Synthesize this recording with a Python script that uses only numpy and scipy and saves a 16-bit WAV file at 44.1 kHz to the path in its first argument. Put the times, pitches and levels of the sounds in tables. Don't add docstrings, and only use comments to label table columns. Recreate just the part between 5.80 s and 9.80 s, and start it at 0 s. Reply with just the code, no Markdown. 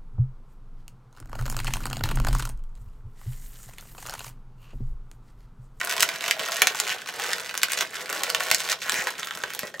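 import sys
import numpy as np
from scipy import signal
from scipy.fft import rfft, irfft, next_fast_len
from scipy.io import wavfile
from scipy.ndimage import uniform_filter1d

SR = 44100
rng = np.random.default_rng(int(sys.argv[2]) if len(sys.argv) > 2 else 0)


def materialize(psi):
    bounded = np.clip(np.atleast_2d(psi).T, -1, 1)
    quanta = np.round(bounded * 32767).astype(np.int16)
    wavfile.write(sys.argv[1], SR, quanta)


N = 176400

# t/s, level/dB, centre f/Hz, width/octaves, plucked patch's tone f/Hz, tone level/dB
SNAP_EVENTS = [(0.0132, -19.5, 2510.0, 0.71, 1390, 11.5), (0.0484, -26, 10100, 0.38, 2790.0, 5),
               (0.073, -25.0, 1530.0, 1.8, 1400.0, -10), (0.1658, -23.0, 3290.0, 1.6, 990.0, 11),
               (0.1795, -21.5, 2800.0, 0.95, 1060.0, 13), (0.1967, -22.0, 1460.0, 1.8, 4510.0, -1),
               (0.2058, -13.5, 7700, 1.9, 2840.0, -2), (0.2251, -11.5, 5910.0, 0.83, 3250, 10.5),
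               (0.2297, -9.5, 3200.0, 1.4, 1300, 9), (0.2896, -19, 2300.0, 1.07, 1050, 9),
               (0.4083, -26, 3500, 0.63, 1040.0, 8), (0.4404, -21.5, 2530.0, 0.67, 893, 7),
               (0.4622, -25, 1590.0, 1.2, 2630, 15), (0.4814, -19.5, 1848, 1.82, 2930.0, 9),
               (0.5102, -11, 3918, 0.88, 2290.0, 1.5), (0.5944, -22.5, 1170.0, 1.7, 3100, 11),
               (0.6341, -26.5, 2784, 0.45, 1008, 10), (0.7197, -22, 4250.0, 0.92, 890.0, 13),
               (0.759, -26, 3210.0, 0.66, 957, 12), (0.7678, -22.5, 3590, 1.13, 990.0, 7),
               (0.8192, -5, 1910.0, 2, 2250, 2.5), (0.871, -9, 2780.0, 1.14, 2640, 5.5),
               (0.9478, -24.5, 2660, 1.5, 892, 21), (1, -14.0, 4070.0, 1.1, 6864, 2),
               (1.0683, -26.0, 1735, 1.7, 2510.0, 10), (1.218, -31.5, 2965, 0.72, 1537, 7),
               (1.26, -33, 3030.0, 0.52, 1138, 18), (1.2885, -25.0, 1380.0, 1.4, 1670.0, -8),
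               (1.3976, -23.5, 1020.0, 1.7, 2809, 1), (1.5325, -17, 4915, 0.47, 1929, 13.5),
               (1.5827, -26.5, 3190.0, 0.91, 1389, 5), (1.694, -27, 2920.0, 0.61, 880, 10),
               (1.7416, -25, 1803, 1.44, 1407, 7), (1.7522, -26, 1840.0, 1.7, 1295, 5),
               (1.7769, -20.0, 5230.0, 1.7, 6260, -5), (1.8171, -27, 3550, 0.77, 3510, -7),
               (1.8248, -32, 3130.0, 0.95, 3600.0, 1), (1.832, -9.5, 3070.0, 1.26, 4370, -5),
               (1.8843, -26.5, 4000.0, 0.92, 1478, 17), (1.9198, -20, 6600, 1.37, 2199, 5),
               (1.9332, -20, 2764, 1.25, 9000.0, 6), (1.9748, -22.5, 2340.0, 0.82, 6620.0, 5),
               (2.156, -27.5, 2932, 1.23, 1684, 10), (2.2586, -30, 2120.0, 0.57, 4810.0, 9),
               (2.2928, -26.0, 2137, 0.86, 2865, -7), (2.2992, -24.5, 1181, 1.93, 7320, 8),
               (2.3066, -28.0, 1170.0, 1.9, 2380.0, 9), (2.3277, -22, 1021, 2, 1990.0, 1),
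               (2.4349, -17, 2790, 1.78, 3220.0, -2), (2.5007, -18, 2360.0, 1.84, 4670, 3),
               (2.5478, -13, 2589, 1.04, 2908, 3), (2.7025, -22.0, 3063, 0.94, 12520, 2),
               (2.7139, -8, 3370.0, 1.72, 2136, 6), (2.737, -25, 2096, 0.75, 7490, 13),
               (2.7464, -11.5, 5324, 0.66, 1944, -6), (2.8032, -22.5, 4643, 0.61, 940.0, 11),
               (2.918, -19.5, 4874, 0.85, 880, 18.5), (3.0179, -30, 2352, 0.96, 2366, 7),
               (3.0955, -15, 1936, 0.86, 7614, 8.5), (3.1207, -20.5, 4465, 0.91, 3550.0, -9),
               (3.1422, -21, 2483, 1.31, 2195, 0), (3.2709, -18, 1910, 0.95, 968.4, 12),
               (3.305, -28, 3792, 1.27, 992.4, 14), (3.4308, -23.5, 1890.0, 0.98, 3600.0, 3),
               (3.447, -34, 5720, 1.4, 1696, 8), (3.4717, -26.5, 3120.0, 1.16, 1407, 12),
               (3.485, -33, 1468, 1.7, 3020, 15), (3.5088, -23.5, 1510.0, 0.74, 3610.0, 11),
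               (3.551, -29.5, 1630, 1.7, 1000, 0), (3.5736, -30, 2550, 2, 1460.0, 2),
               (3.602, -36, 1020.0, 1.7, 1450.0, 17), (3.619, -37, 1010, 1.9, 3610, 18),
               (3.704, -29, 2230.0, 1.1, 1460.0, -2), (3.736, -29.5, 12350, 1.84, 1543, 15),
               (3.7492, -26.5, 6640, 1.45, 900, 15), (3.792, -21.5, 4860.0, 1.45, 12230, 2),
               (3.997, -25, 2360, 0.78, 1194, 7)]
# start t/s, end t/s, slip rate/(1/s), level/dB, centre f/Hz, roughness (0 smooth, about 1 rough)
CREAK_RUNS = [(0.095, 0.139, 218, -28, 2540, 1.02), (0.201, 0.222, 360, -37, 2800, 1.1),
              (0.328, 0.365, 262, -36.5, 2400, 0.74), (0.418, 0.51, 212, -32.5, 2600, 0.75),
              (0.524, 0.551, 220, -43, 2300, .6), (0.599, 0.687, 140, -30, 2600, 0.7),
              (0.723, 0.743, 360, -31.5, 3050, 0.83), (0.761, 0.814, 150, -35, 2780, 0.83),
              (0.956, 0.997, 170, -33, 3020, 0.86), (1.077, 1.103, 157, -26.5, 2900, 0.77),
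              (1.101, 1.128, 210, -25, 2490, 0.24), (1.135, 1.195, 190, -55, 1703, 0.52),
              (1.273, 1.305, 197, -32.5, 2200, 0.67), (1.339, 1.394, 215, -38.5, 2200, 0.87),
              (1.399, 1.433, 204, -31, 1900, 0.72), (1.434, 1.534, 180, -29, 2158, 0.77),
              (1.598, 1.711, 117, -34, 2197, 0.8), (1.896, 1.951, 265, -31, 2300, 0.5),
              (1.973, 1.991, 405, -27.5, 2202, 0.75), (2.004, 2.028, 393, -25.5, 1877, 0.75),
              (2.132, 2.171, 242, -36.5, 2260, 0.62), (2.195, 2.227, 263, -35, 2134, 0.77),
              (2.341, 2.402, 214, -35, 2000, .7), (2.441, 2.502, 200, -38, 2110, 1),
              (2.599, 2.699, 250, -32, 2184, 0.97), (2.715, 2.742, 268, -34, 2490, 0.79),
              (2.78, 2.898, 267, -33, 2870, 0.81), (2.897, 2.931, 400, -28, 2871, 0.8),
              (3.019, 3.086, 249, -32.5, 2005, 0.66), (3.1, 3.137, 243, -38, 2600, .7),
              (3.15, 3.224, 256, -26.5, 1930, .14), (3.226, 3.263, 270, -41, 1804, 0.33),
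              (3.27, 3.291, 313, -28, 1592, 0.61), (3.382, 3.412, 263, -32, 2377, 0.8),
              (3.66, 3.735, 170, -40.5, 2203, 0.62), (3.771, 3.826, 108, -44, 2607, 0.5),
              (3.85, 3.911, 91, -44, 1900, 0.45)]
# t/s, level/dB
SQUEEZE = [(0, -33), (.3, -32), (.39, -36), (.45, -35), (.9, -31), (.935, -35), (1, -33.5), (1.1, -31.5),
           (1.15, -33.5), (1.24, -43), (1.45, -31), (1.7, -41), (2.03, -34), (2.09, -42), (2.16, -33),
           (2.26, -39), (2.35, -30.5), (2.92, -37.5), (2.97, -43.5), (3.0, -42), (3.1, -30), (3.28, -34),
           (3.35, -40), (3.6, -39.5), (3.88, -40.5), (3.92, -56), (4, -43)]
# f/Hz, level/dB
SKIN_COLOUR = [(40, -30), (130, -18), (280, -17.5), (450, -8.5), (700, -2), (1100, -0.5), (1600, 5),
               (2500, 0.5), (4500, -2), (7000, 0), (10000, -5), (14000, -4), (16000, -9)]
# f/Hz, level/dB, t60/s
AIR_NOTES = [(380, -22, 0.05), (421, 1, 0.055), (524, 1, 0.043), (662.4, -2, 0.24), (729, -2.5, 0.063),
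             (859, -7, 0.031), (1155, -4.5, 0.028), (1534, -6, 0.021), (1995, -9.5, 0.07),
             (2420, -24, 0.06), (2995, -9.5, 0.055)]
# t/s, level/dB, skin f/Hz, air level over skin/dB, air f/Hz, t60/s
FINGER_BUMPS = [(3.637, -20, 1535, -2.5, 530, 0.021), (3.832, -28.5, 1926, 2.5, 648, 0.06),
                (3.941, -31, 1912, -3.5, 615, 0.078)]
# start t/s, end t/s, level/dB, hollow note f/Hz
HOLLOW_SOUNDS = [(0.29, 0.317, -49, 650), (0.44, 0.518, -41.5, 740), (0.587, 0.647, -40, 640),
                 (0.728, 0.767, -43, 662), (0.819, 0.838, -28.5, 762), (1.34, 1.642, -48, 664.2),
                 (1.949, 2.039, -42.5, 560.5), (2.163, 2.27, -46, 528.6), (2.292, 2.45, -44.5, 560),
                 (2.47, 2.588, -43.5, 467.5), (2.597, 2.699, -40, 715), (2.788, 2.957, -46.5, 860),
                 (3.128, 3.302, -45, 520), (3.555, 3.58, -47, 454), (3.639, 3.662, -43.5, 450),
                 (3.835, 3.858, -44.5, 420)]
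# f/Hz, level/dB
HOLLOW_COLOUR = [(100, -27), (280, -17.5), (400, 0), (650, -0.5), (900, -1.5), (1400, -4), (4000, -46)]
# t/s, level/dB, f/Hz
FIGURE_JOLTS = [(.19, -50, 140), (0.226, -49, 110), (0.341, -50, 170), (0.482, -52, 169), (0.601, -50, 170),
                (0.821, -52, 130.1), (0.872, -61, 120), (1.11, -49, 169.8), (1.833, -63, 109.9),
                (1.991, -51, 190.3), (2.211, -56, 160.1), (2.711, -47, 105.3), (3.19, -45, 189.5),
                (3.39, -50, 179.7), (3.56, -47, 190.6), (3.638, -51, 200.2), (3.834, -39, 190)]
# f/Hz, level/dB
RUSTLE_COLOUR = [(25, -45), (70, -9), (140, 1), (200, 2.5), (280, -2.5), (500, 5), (1000, -12), (4000, -25),
                 (15000, -45)]
# f/Hz, t60/s
ECHO_DECAY = [(200, 0.23), (530, 0.16), (1400, 0.095), (3700, 0.15), (10000, 0.08)]
# f/Hz, level/dB
ECHO_COLOUR = [(100, 0.5), (600, -0.5), (2000, -2.5), (6000, -4), (15000, -3)]
# f/Hz, side level over middle/dB
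STEREO_WIDTH = [(40, -1), (80, -12), (140, -11), (280, -11), (600, -10), (2000, -5), (8000, -8)]
# f/Hz, level/dB
LEFT_GAIN = [(100, 3), (500, 0.5), (1100, 0), (2200, -1), (4000, -5), (8000, 2.2), (14000, 0)]
# f/Hz, phase/radians
LEFT_LEAD = [(40, -0.5), (80, -1.3), (140, -0.36), (250, -0.2), (500, -0.093), (1000, 0.13), (1700, 0.4),
             (2600, -0.38), (4000, 0.23), (6000, 0.68), (10000, -0.15)]


def slips(rows):
    size, lead = 1024, 24
    energy, skirt_db, tone_q = 115, -3.5, 8.4
    rattle_db, rattle_t60_s = -2, 0.014
    times, db, centre_hz, width, tone_hz, tone_db = np.transpose(rows)[:, :, None]
    hz, t = np.fft.rfftfreq(size, 1 / SR), np.arange(size) / SR
    chance = rng.standard_normal((len(times), size + 1))
    octaves = np.log2((hz + 1) / centre_hz)
    hump = np.exp(-.5 * (octaves / width) ** 2)
    skirt = amp(skirt_db) * width / np.sqrt(1 + (octaves / 2) ** 2)
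    tone = 1 + amp(tone_db) * resonance(hz, tone_hz, tone_q)
    spectrum = (hump + skirt) * tone * amp(along(SKIN_COLOUR, hz))
    lag_1500_s = 0.000977 * np.exp(0.2967 * chance[:, -1:])
    lag_s = lag_1500_s * (1500 / np.maximum(hz, 500)) ** 0.856
    phase = 2 * np.pi * np.cumsum(lag_s * SR + lead, axis=1) / size
    rattle = normed(chance[:, :size] * fade(t, rattle_t60_s))
    waves = irfft(spectrum * np.exp(-1j * phase) * (1 + amp(rattle_db) * rfft(rattle)))
    return placed(times[:, 0] - lead / SR, normed(waves) * np.sqrt(energy) * amp(db))


def creaks():
    smooth_octaves, rough_octaves, sag_octaves, scatter_db = .2, 1.36, 0.2, 4.5
    rows = []
    for start, end, rate, db, centre_hz, rough in CREAK_RUNS:
        timing, strength, pitch = rough * rng.standard_normal((3, 64))
        gaps = np.exp(.35 * timing) / rate
        times = start + np.cumsum(gaps) - gaps[0]
        progress = (times - start) / (end - start)
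        sag = 2 ** (sag_octaves * (.5 - progress))
        hz = centre_hz * sag * np.exp(0.47 * pitch)
        width = smooth_octaves + rough ** 2 * (rough_octaves - smooth_octaves)
        rasp_hz = 5630 * sag * np.exp(0.2 * rng.standard_normal(len(times)))
        rasp_db = 13.5 - 25.5 * rough
        run = as_rows(times, db + scatter_db * strength, hz, width, rasp_hz, rasp_db)
        rows.append(run[times < end])
    return slips(np.vstack(rows))


def creep():
    slips_per_s, scatter_db, width_octaves, tone_db, octaves_per_db = 420, 3.5, 0.63, -2, -0.03
    count = int(slips_per_s * N / SR)
    timing, strength, pitch = rng.standard_normal((count, 3)).T
    times = (np.arange(count) + timing / 2) / slips_per_s
    squeeze_db = np.interp(times, *np.transpose(SQUEEZE))
    bend = 2 ** (octaves_per_db * (squeeze_db - squeeze_db.mean()))
    hz = 1864 * np.exp(0.71 * pitch) * bend
    db = squeeze_db - 5 + scatter_db * strength
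    return slips(as_rows(times, db, hz, width_octaves, hz, tone_db))


def tube_air(skin):
    grip_count, scatter_db, detune, air_db = 14, 2, .018, -26.5
    grips = np.zeros((grip_count, SR // 4))
    for grip in grips:
        for hz, db, t60 in AIR_NOTES:
            gain = amp(db + scatter_db * rng.standard_normal())
            note_hz = hz * np.exp(detune * rng.standard_normal())
            grip += gain * normed(ring(note_hz, t60))
    return amp(air_db) * changing(skin, grips)[0]


def finger_bumps():
    attack_s, flutter_hz = 0.00053, 60
    slap_octaves, slap_tone_hz, slap_tone_db = 1, 1000, 3
    t = np.arange(SR // 4) / SR
    tones, slaps = [], []
    for start, db, skin_hz, air_db, air_hz, t60 in FINGER_BUMPS:
        flutter = unit(uniform_filter1d(rng.standard_normal((2, len(t))), size=120))
        hz = np.array([[skin_hz], [air_hz]]) + flutter_hz * flutter
        skin, air = np.sin(2 * np.pi * np.cumsum(hz, axis=1) / SR)
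        loudness = amp(db) * (1 - np.exp(-t / attack_s)) * fade(t, t60)
        tones.append(loudness * (skin + amp(air_db) * air))
        slaps.append((start, db - 2, skin_hz, slap_octaves, slap_tone_hz, slap_tone_db))
    return slips(slaps) + placed(np.array(FINGER_BUMPS)[:, 0], np.array(tones))


def hollow_sounds():
    grains_per_s, edge_s, hollow_db = 1300, 0.029, 6
    t, out = np.arange(N) / SR, np.zeros(N)
    for start, end, db, hollow_hz in HOLLOW_SOUNDS:
        grains = rng.standard_normal(N) * (rng.random(N) < grains_per_s / SR)
        hollow = lambda hz: 1 + amp(hollow_db) * resonance(hz, hollow_hz, q=14)
        body = filtered(grains, lambda hz: amp(along(HOLLOW_COLOUR, hz)) * hollow(hz))
        swell = np.clip(np.minimum(t - start, end - t) / edge_s + .5, 0, 1)
        out += amp(db) * swell * unit(body)
    return out


def jolts():
    boost_db, swings, attack_s = 12, 5.8, 0.0014
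    low_hz = 45
    t = np.arange(SR // 4) / SR
    rise = 1 - np.exp(-t / attack_s)
    thuds = [amp(db + boost_db) * ring(hz, swings / hz) * rise for _, db, hz in FIGURE_JOLTS]
    track = placed(np.array(FIGURE_JOLTS)[:, 0], np.array(thuds))
    return filtered(track, lambda hz: (1j * hz / (low_hz + 1j * hz)) ** 2)


def rustle():
    rustle_db, follow = -53, 0.063
    squeeze_db = np.interp(np.arange(N) / SR, *np.transpose(SQUEEZE))
    noise = filtered(rng.standard_normal((2, N)), lambda hz: amp(along(RUSTLE_COLOUR, hz)))
    return unit(diffuse(noise)) * amp(rustle_db + follow * (squeeze_db - squeeze_db.mean()))


def room_echo(x):
    positions, echo_db, delay_s = 16, -3.5, .002
    noise = rng.standard_normal((positions, 2, SR // 3))
    hz, t, bands = signal.stft(noise, SR, nperseg=256)
    dying_bands = bands * fade(t, along(ECHO_DECAY, hz)[:, None])
    tails = normed(signal.istft(dying_bands, SR, nperseg=256)[1])
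    colour = lambda hz: amp(echo_db + along(ECHO_COLOUR, hz))
    echo = filtered(changing(x, tails), lambda hz: colour(hz) * np.exp(-2j * np.pi * hz * delay_s))
    return diffuse(echo)


def amp(db):
    return 10 ** (np.asarray(db) / 20)


def unit(x):
    return x / np.sqrt(np.mean(x ** 2) + 1e-20)


def normed(x):
    return x / (np.linalg.norm(x, axis=-1, keepdims=True) + 1e-20)


def along(points, hz):
    f, values = np.transpose(points)
    return np.interp(np.log(hz + 1), np.log(f + 1), values)


def as_rows(*columns):
    return np.column_stack(np.broadcast_arrays(*columns))


def filtered(x, response):
    size = next_fast_len(N + SR // 2)
    return irfft(rfft(x, size) * response(np.fft.rfftfreq(size, 1 / SR)), size)[..., :N]


def placed(times, waves):
    starts = np.round(np.maximum(times, 0) * SR).astype(int)
    samples = starts[:, None] + np.arange(waves.shape[1])
    return np.bincount(samples.ravel(), waves.ravel(), N)[:N]


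def fade(t, t60):
    return np.exp(-np.log(1000) * t / t60)


def ring(hz, t60):
    t = np.arange(SR // 4) / SR
    return np.sin(2 * np.pi * hz * t) * fade(t, t60)


def resonance(hz, centre, q):
    return 1j * hz * centre / q / (centre ** 2 - hz ** 2 + 1j * hz * centre / q)


def changing(x, responses):
    place = np.arange(N) / N * (len(responses) - 1)
    out = 0
    for k, response in enumerate(responses):
        share = np.maximum(0, 1 - abs(place - k)) ** .5
        out += signal.oaconvolve((x * share)[None], np.atleast_2d(response), axes=1)[:, :N]
    return out


def diffuse(pair):
    mid = filtered(pair[0], np.ones_like)
    side = filtered(pair[1], lambda hz: amp(along(STEREO_WIDTH, hz)))
    return np.array([mid + side, mid - side])


def scene():
    skin = slips(SNAP_EVENTS) + creaks() + creep()
    figure = skin + tube_air(skin) + hollow_sounds() + finger_bumps()
    return figure + room_echo(figure) + jolts() + rustle()


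def record(dry):
    ceiling, top_hz = 0.9, 16200
    half = np.array([[.5], [-.5]])
    gain = lambda hz: amp(half * along(LEFT_GAIN, hz))
    mics = filtered(dry, lambda hz: gain(hz) * np.exp(1j * half * along(LEFT_LEAD, hz)))
    squashed = mics / (1 + (mics / ceiling) ** 4) ** (1 / 4)
    return filtered(squashed, lambda hz: hz < top_hz)


dry = scene()
out = record(dry)
materialize(out)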